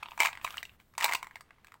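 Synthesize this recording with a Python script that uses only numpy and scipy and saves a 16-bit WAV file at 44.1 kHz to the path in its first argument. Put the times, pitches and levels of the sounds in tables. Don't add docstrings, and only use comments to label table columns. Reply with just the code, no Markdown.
import sys
import numpy as np
from scipy import signal
from scipy.fft import rfft, irfft
from scipy.io import wavfile

SR = 44100
rng = np.random.default_rng(int(sys.argv[2]) if len(sys.argv) > 2 else 0)


def log_audio(samples):
    frames = np.atleast_2d(samples).T
    limited = np.clip(frames, -1, 1)
    pcm = np.round(limited * 32767).astype(np.int16)
    wavfile.write(sys.argv[1], SR, pcm)


N = 79380

# start in seconds, relative levels of body, wall and crack
# in dB, wall pitch in Hz, body pitch in Hz.
CANDY_KNOCKS = [(0.177, -36.5, -42.5, -49, 2310, 1077), (0.1911, -39, -43, -49.5, 2310, 1060),
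                (0.1973, -36.5, -39, -47, 2330, 950), (0.2014, -44, -34.5, -39, 2300, 885),
                (0.2032, -25, -18.5, -26.5, 2280, 894), (0.2081, -33.5, -25.5, -43.5, 2300, 970),
                (0.2098, -27, -36, -43, 2250, 950), (0.2133, -47, -31.5, -39.5, 2280, 895),
                (0.2179, -39.5, -29.5, -40.5, 2280, 910), (0.22, -27.5, -26, -37.5, 2220, 974),
                (0.2238, -34.5, -30.5, -39, 2250, 1080), (0.2325, -27.5, -26.5, -34, 2350, 850),
                (0.2435, -39, -38, -41, 2400, 972), (0.2455, -34, -36, -42.5, 2530, 1020),
                (0.2496, -26, -29, -36.5, 2420, 1036), (0.252, -28.5, -37, -42, 2290, 1142),
                (0.2571, -35.5, -23, -33.5, 2190, 1220), (0.2599, -29.5, -34, -35, 2130, 1080),
                (0.2697, -35, -25.5, -41.5, 2380, 1097), (0.2823, -39.5, -36, -48.5, 2160, 1040),
                (0.288, -39, -41, -51, 1950, 1260), (0.3297, -48, -40.5, -52.5, 2240, 1020),
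                (0.353, -53, -42.5, -58, 2150, 1120), (0.3735, -48, -40.5, -57, 2130, 960),
                (0.3973, -53, -55, -71, 1850, 1090), (0.4134, -52.5, -48.5, -62, 2470, 1180),
                (0.4445, -40.5, -43, -41, 2400, 1100), (0.4471, -26.5, -31, -38.5, 2540, 1073),
                (0.4658, -55, -37.5, -58, 2180, 990), (0.4759, -38.5, -36, -54, 1750, 1160),
                (0.4808, -56, -46.5, -55, 2070, 1150), (0.9797, -30, -40.5, -33, 2230, 1007),
                (0.9846, -39, -38, -44.5, 1940, 1010), (0.9926, -46.5, -44, -59.5, 2290, 1130),
                (1.0035, -36.5, -40.5, -42.5, 2190, 1070), (1.0087, -38.5, -28.5, -39.5, 2060, 1230),
                (1.0212, -31.5, -33, -46.5, 1800, 1010), (1.0255, -44.5, -30.5, -36, 2980, 960),
                (1.0308, -31, -32, -40.5, 2630, 1064), (1.036, -31.5, -34.5, -40.5, 2110, 1040),
                (1.0428, -25, -24, -23.5, 2130, 854), (1.0445, -28, -29, -26, 2100, 756),
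                (1.0535, -30, -27.5, -36.5, 2150, 1000), (1.06, -27, -33, -36.5, 2170, 1010),
                (1.081, -36, -34.5, -48, 1930, 1050), (1.089, -44, -33, -47.5, 2020, 1180),
                (1.0934, -31, -31.5, -43.5, 2040, 1000), (1.0967, -35.5, -44, -53, 2310, 992.5),
                (1.112, -31.5, -38, -46, 2040, 985.5), (1.1159, -35.5, -37.5, -56, 2120, 990),
                (1.1227, -38.5, -26, -39, 2080, 1046), (1.1288, -46, -38, -47.5, 1990, 1190),
                (1.1346, -32.5, -27.5, -31, 1940, 1050), (1.1486, -28, -31.5, -34, 2420, 1000),
                (1.1516, -44.5, -28.5, -37.5, 2770, 860), (1.2282, -34.5, -38.5, -45, 2230, 1067),
                (1.2446, -46, -48, -58, 1930, 1074)]
FINGER_TAPS = [(0.0274, -35, -44.5, -61, 2630, 1090), (0.0312, -45.5, -37, -52, 2490, 980),
               (0.0584, -42.5, -44, -73, 2864, 1040), (0.0625, -50.5, -50, -68.5, 2610, 990),
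               (0.0856, -44, -47.5, -81, 2570, 920), (0.1093, -59.5, -50.5, -59, 2470, 1010),
               (0.118, -41.5, -46.5, -69, 2580, 980), (0.1338, -53, -58, -83, 1900, 1093),
               (0.5059, -45.5, -42.5, -48, 3150, 1080), (0.525, -59, -52, -55, 3100, 1080),
               (0.5421, -40.5, -46, -63, 2400, 1220), (0.5707, -45, -39.5, -45, 1780, 1170),
               (0.5805, -56, -32, -50, 2920, 1080), (0.6292, -49, -35, -43.5, 2080, 1000),
               (0.6525, -61, -42.5, -53, 2850, 880), (0.6943, -74, -51.5, -71, 2650, 1140),
               (0.8004, -61, -56.5, -66.5, 2210, 1166), (0.9381, -61, -60, -67, 1730, 1210),
               (0.9517, -59, -57, -66, 2200, 1227), (1.2697, -42.5, -43.5, -55.5, 1800, 1080),
               (1.3104, -56, -48.5, -68.5, 1670, 1084), (1.3567, -44.5, -39.5, -51, 2165, 1060),
               (1.368, -70, -48, -70, 1930, 1082), (1.4084, -48, -50.5, -52.5, 1940, 1130),
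               (1.5072, -54.5, -50, -71.5, 1830, 1173), (1.5833, -63, -66.5, -84, 1960, 1153),
               (1.6459, -52.5, -50, -60, 1724, 1077), (1.6698, -63, -52.5, -60.5, 2350, 1038),
               (1.6826, -57.5, -57, -70, 2350, 1210), (1.7203, -52, -51, -62, 1820, 1260),
               (1.7411, -50, -54, -60, 2080, 1026), (1.7536, -57, -70, -83, 1860, 920)]
# multiple of the pitch, relative level in dB,
# nominal time to fall 60 dB in seconds.
BODY_MODES = [(.8, -13, 0.016), (.94, -1, 0.02), (1.01, -0.5, 0.024), (1.1, -4, 0.022), (1.2, -5, 0.019)]
WALL_MODES = [(.76, -9, 0.014), (.94, -1.5, 0.01), (1.01, 0.5, 0.012), (1.1, -4.5, .012),
              (1.3, -9.5, 0.011), (1.7, -20, 0.015)]
# start and end in seconds, relative level in dB.
JOSTLE_SPANS = [(0.203, 0.278, -43), (0.264, 0.301, -58), (.99, 1.156, -48.5)]
# frequency in Hz, gain at resonance in dB, 60 dB decay in seconds.
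BOTTLE_TONES = [(714, -10.5, 0.35), (782, -9, .25), (953.4, -8.5, 0.16), (1048, -9, .22), (1208, -6, 0.2),
                (1970, -11.5, .2), (2160, -10, .3), (2334, -9.5, 0.22), (2820, -10, 0.33), (3739, -5, 0.11)]
# start and end in seconds, rub level in dB, hiss level in dB.
FINGER_SLIDES = [(-.04, 0.09, -60, -92), (0.069, .21, -65, -64), (0.295, 0.424, -62, -73),
                 (0.409, 0.621, -56, -56.5), (0.59, 0.778, -70.5, -71), (0.782, 0.831, -66, -70),
                 (.8, 1.0, -85, -74.5), (1.2, 1.436, -71, -75.5), (1.43, 1.63, -73, -95),
                 (1.61, 1.79, -73.5, -80.5)]
# low and high edge in Hz, level in dB, 60 dB decay in seconds.
ROOM_BANDS = [(100, 1600, -12.5, 0.28), (1440, 5000, -17.5, 0.19), (4200, 17000, -10, 0.16)]
# time in seconds, level in dB.
RUMBLE_LEVELS = [(0, -68.5), (.3, -62.5), (.7, -66.5), (.85, -72), (1.1, -66.5), (1.8, -78.5)]
# frequency in Hz, relative level in dB.
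CRACK_SPECTRUM = [(200, -3), (400, -9), (650, -9), (1500, -6), (3000, -6), (4000, 3.5), (5200, -1.5),
                  (6800, -0.5), (8100, 3), (9200, -8), (11500, -9.5), (13500, -8), (15500, -2.5)]
RUB_SPECTRUM = [(100, -5), (500, -2.5), (1050, 6), (1600, 5.5), (3000, 1), (5500, -14), (8000, -17),
                (10500, -18.5), (15500, -21.5)]
HISS_SPECTRUM = [(1000, -7.5), (4000, -2.5), (6000, -10.5), (8000, -3.5), (10500, -10.5), (13000, -1),
                 (15500, 0)]
THUMP_SPECTRUM = [(30, -2), (140, 7), (220, -3), (500, -38), (3000, -70)]
RUMBLE_SPECTRUM = [(20, -0.5), (55, -2.5), (82, 1.5), (130, -6.5), (220, -10.5), (400, -24), (2000, -62.5)]
ROOM_TONE_SPECTRUM = [(20, -4), (50, -1), (85, -1.5), (150, -4.5), (300, -9), (600, -13), (1200, -16),
                      (2500, -25), (5000, -31), (10000, -34.5), (16000, -34.5)]

CANDY_RING, TAP_RING = 1.04, .75
BODY_TRIM_DB, WALL_TRIM_DB, CRACK_TRIM_DB = .54, .46, 2
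CHATTER_S, CHATTER_DB = .001103, -3.5
MODE_SCATTER_DB, MODE_DETUNE, MODE_PHASE_RAD = 2, .0058, .8
CONTACT_RISE_S, CRACK_T60_S = .00022, .011
BLOW_TIME = np.arange(4096) / SR


def knocks(table, ring):
    out = np.zeros(N)
    for start, *blow in table:
        add(out, start, knock(*blow, ring))
    return out


def knock(body_db, wall_db, crack_db, wall_hz, body_hz, ring):
    t = BLOW_TIME
    lag = CHATTER_S * (.5 + rng.random())
    t_second = np.maximum(t - lag, 0)
    second_gain = undb(CHATTER_DB) * (t > lag)
    body = modes(BODY_MODES, body_hz, ring, t) + second_gain * modes(BODY_MODES, body_hz, ring, t_second)
    wall = modes(WALL_MODES, wall_hz, ring, t) + second_gain * modes(WALL_MODES, wall_hz, ring, t_second)
    crack_decay = fade(t, CRACK_T60_S * ring) + second_gain * fade(t_second, CRACK_T60_S * ring)
    crack = noise(CRACK_SPECTRUM, len(t)) * crack_decay
    return (at_level(body, body_db + BODY_TRIM_DB)
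            + at_level(wall, wall_db + WALL_TRIM_DB)
            + at_level(crack, crack_db + CRACK_TRIM_DB))


def modes(table, pitch_hz, ring, t):
    ratio, db, t60 = np.array(table).T[:, :, None]
    detune, scatter, phase = rng.standard_normal((3, len(table), 1))
    hz = ratio * pitch_hz * (1 + MODE_DETUNE * detune)
    waves = np.sin(2 * np.pi * hz * t + MODE_PHASE_RAD * phase)
    ringing = undb(db + MODE_SCATTER_DB * scatter) * waves * fade(t, t60 * ring)
    return ringing.sum(0) * (1 - np.exp(-t / CONTACT_RISE_S))


def jostle(hits_per_s=170):
    out = np.zeros(N)
    for start, end, db in JOSTLE_SPANS:
        for slot in np.arange(start, end, 1 / hits_per_s):
            strength, pitch = rng.standard_normal(2)
            hit_db = db + 1.4 * strength
            at = slot + rng.random() / hits_per_s
            hit = knock(body_db=hit_db, wall_db=hit_db, crack_db=hit_db - 5,
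                        wall_hz=2330 * np.exp(.12 * pitch), body_hz=1020, ring=CANDY_RING)
            add(out, at, hit)
    return out


def bottle_radiation(x, low_hz=450, gap_hz=540, gap_db=-6):
    gap_band = signal.lfilter(*signal.iirpeak(gap_hz, Q=1.4, fs=SR), x)
    bass_cut = signal.butter(2, low_hz, "high", fs=SR, output="sos")
    return signal.sosfilt(bass_cut, x - (1 - undb(gap_db)) * gap_band)


def bottle_resonance(x):
    out = x
    for hz, db, t60 in BOTTLE_TONES:
        radius = fade(1 / SR, t60)
        pole = radius * np.exp(2j * np.pi * hz / SR)
        out = out + undb(db) * 2 * (1 - radius) * signal.lfilter([1], [1, -pole], x).real
    return out


def finger_slides(fade_s=.025, rough_db=3, grains_per_s=400):
    t = np.arange(N) / SR
    rub, hiss = noise(RUB_SPECTRUM, N), noise(HISS_SPECTRUM, N)
    grain = np.interp(t * grains_per_s, np.arange(N), rng.standard_normal(N))
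    rub = rub * undb(rough_db * grain)
    out = np.zeros(N)
    for start, end, rub_db, hiss_db in FINGER_SLIDES:
        envelope = np.clip(np.minimum(t - start, end - t) / fade_s, 0, 1)
        out += envelope * (undb(rub_db) * rub + undb(hiss_db) * hiss)
    return out


def grab_thump(start_s=.443, db=-57):
    out = np.zeros(N)
    add(out, start_s, undb(db) * noise(THUMP_SPECTRUM, len(BLOW_TIME)) * fade(BLOW_TIME, t60=.07))
    return out


def rumble():
    times, db = np.array(RUMBLE_LEVELS).T
    return undb(np.interp(np.arange(N) / SR, times, db)) * noise(RUMBLE_SPECTRUM, N)


def room(x, early_db=-10.5, tail_onset_s=.0029):
    t = np.arange(SR // 2) / SR
    early = rng.standard_normal(len(t)) * fade(t, t60=.028) * (t > .002)
    response = undb(early_db) * early / np.linalg.norm(early)
    for low_hz, high_hz, db, t60 in ROOM_BANDS:
        band = signal.butter(3, [low_hz, high_hz], "band", fs=SR, output="sos")
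        tail = signal.sosfilt(band, rng.standard_normal(len(t)))
        envelope = fade(t, t60) * np.clip(t / tail_onset_s - 1, 0, 1)
        response += undb(db) * tail * envelope / np.linalg.norm(envelope)
    return x + signal.fftconvolve(x, response)[:N]


def room_tone(db=-69.5):
    return undb(db) * noise(ROOM_TONE_SPECTRUM, N)


def undb(db):
    return 10 ** (np.asarray(db) / 20)


def noise(spectrum, size):
    hz, db = np.array(spectrum).T
    bin_hz = np.maximum(np.fft.rfftfreq(size, 1 / SR), 1)
    gain = undb(np.interp(np.log(bin_hz), np.log(hz), db))
    x = irfft(rfft(rng.standard_normal(size)) * gain, size)
    return x / x.std()


def at_level(blow, db):
    return blow * undb(db) / np.sqrt(np.sum(blow ** 2) / 176)


def fade(t, t60):
    return np.exp(-np.log(1000) * t / t60)


def add(out, start_s, x):
    i = int(np.clip(start_s * SR, 0, N - 1))
    out[i:i + len(x)] += x[:N - i]


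def scene():
    contacts = undb(-.5) * (knocks(CANDY_KNOCKS, CANDY_RING) + knocks(FINGER_TAPS, TAP_RING)) + jostle()
    bottle = bottle_resonance(bottle_radiation(contacts))
    background = room_tone() + rumble() + finger_slides() + grab_thump()
    return (room(bottle) + background)[None]


def record(dry):
    return signal.sosfilt(signal.ellip(8, .2, 70, 15900, fs=SR, output="sos"), dry)


dry = scene()
out = record(dry)
log_audio(out)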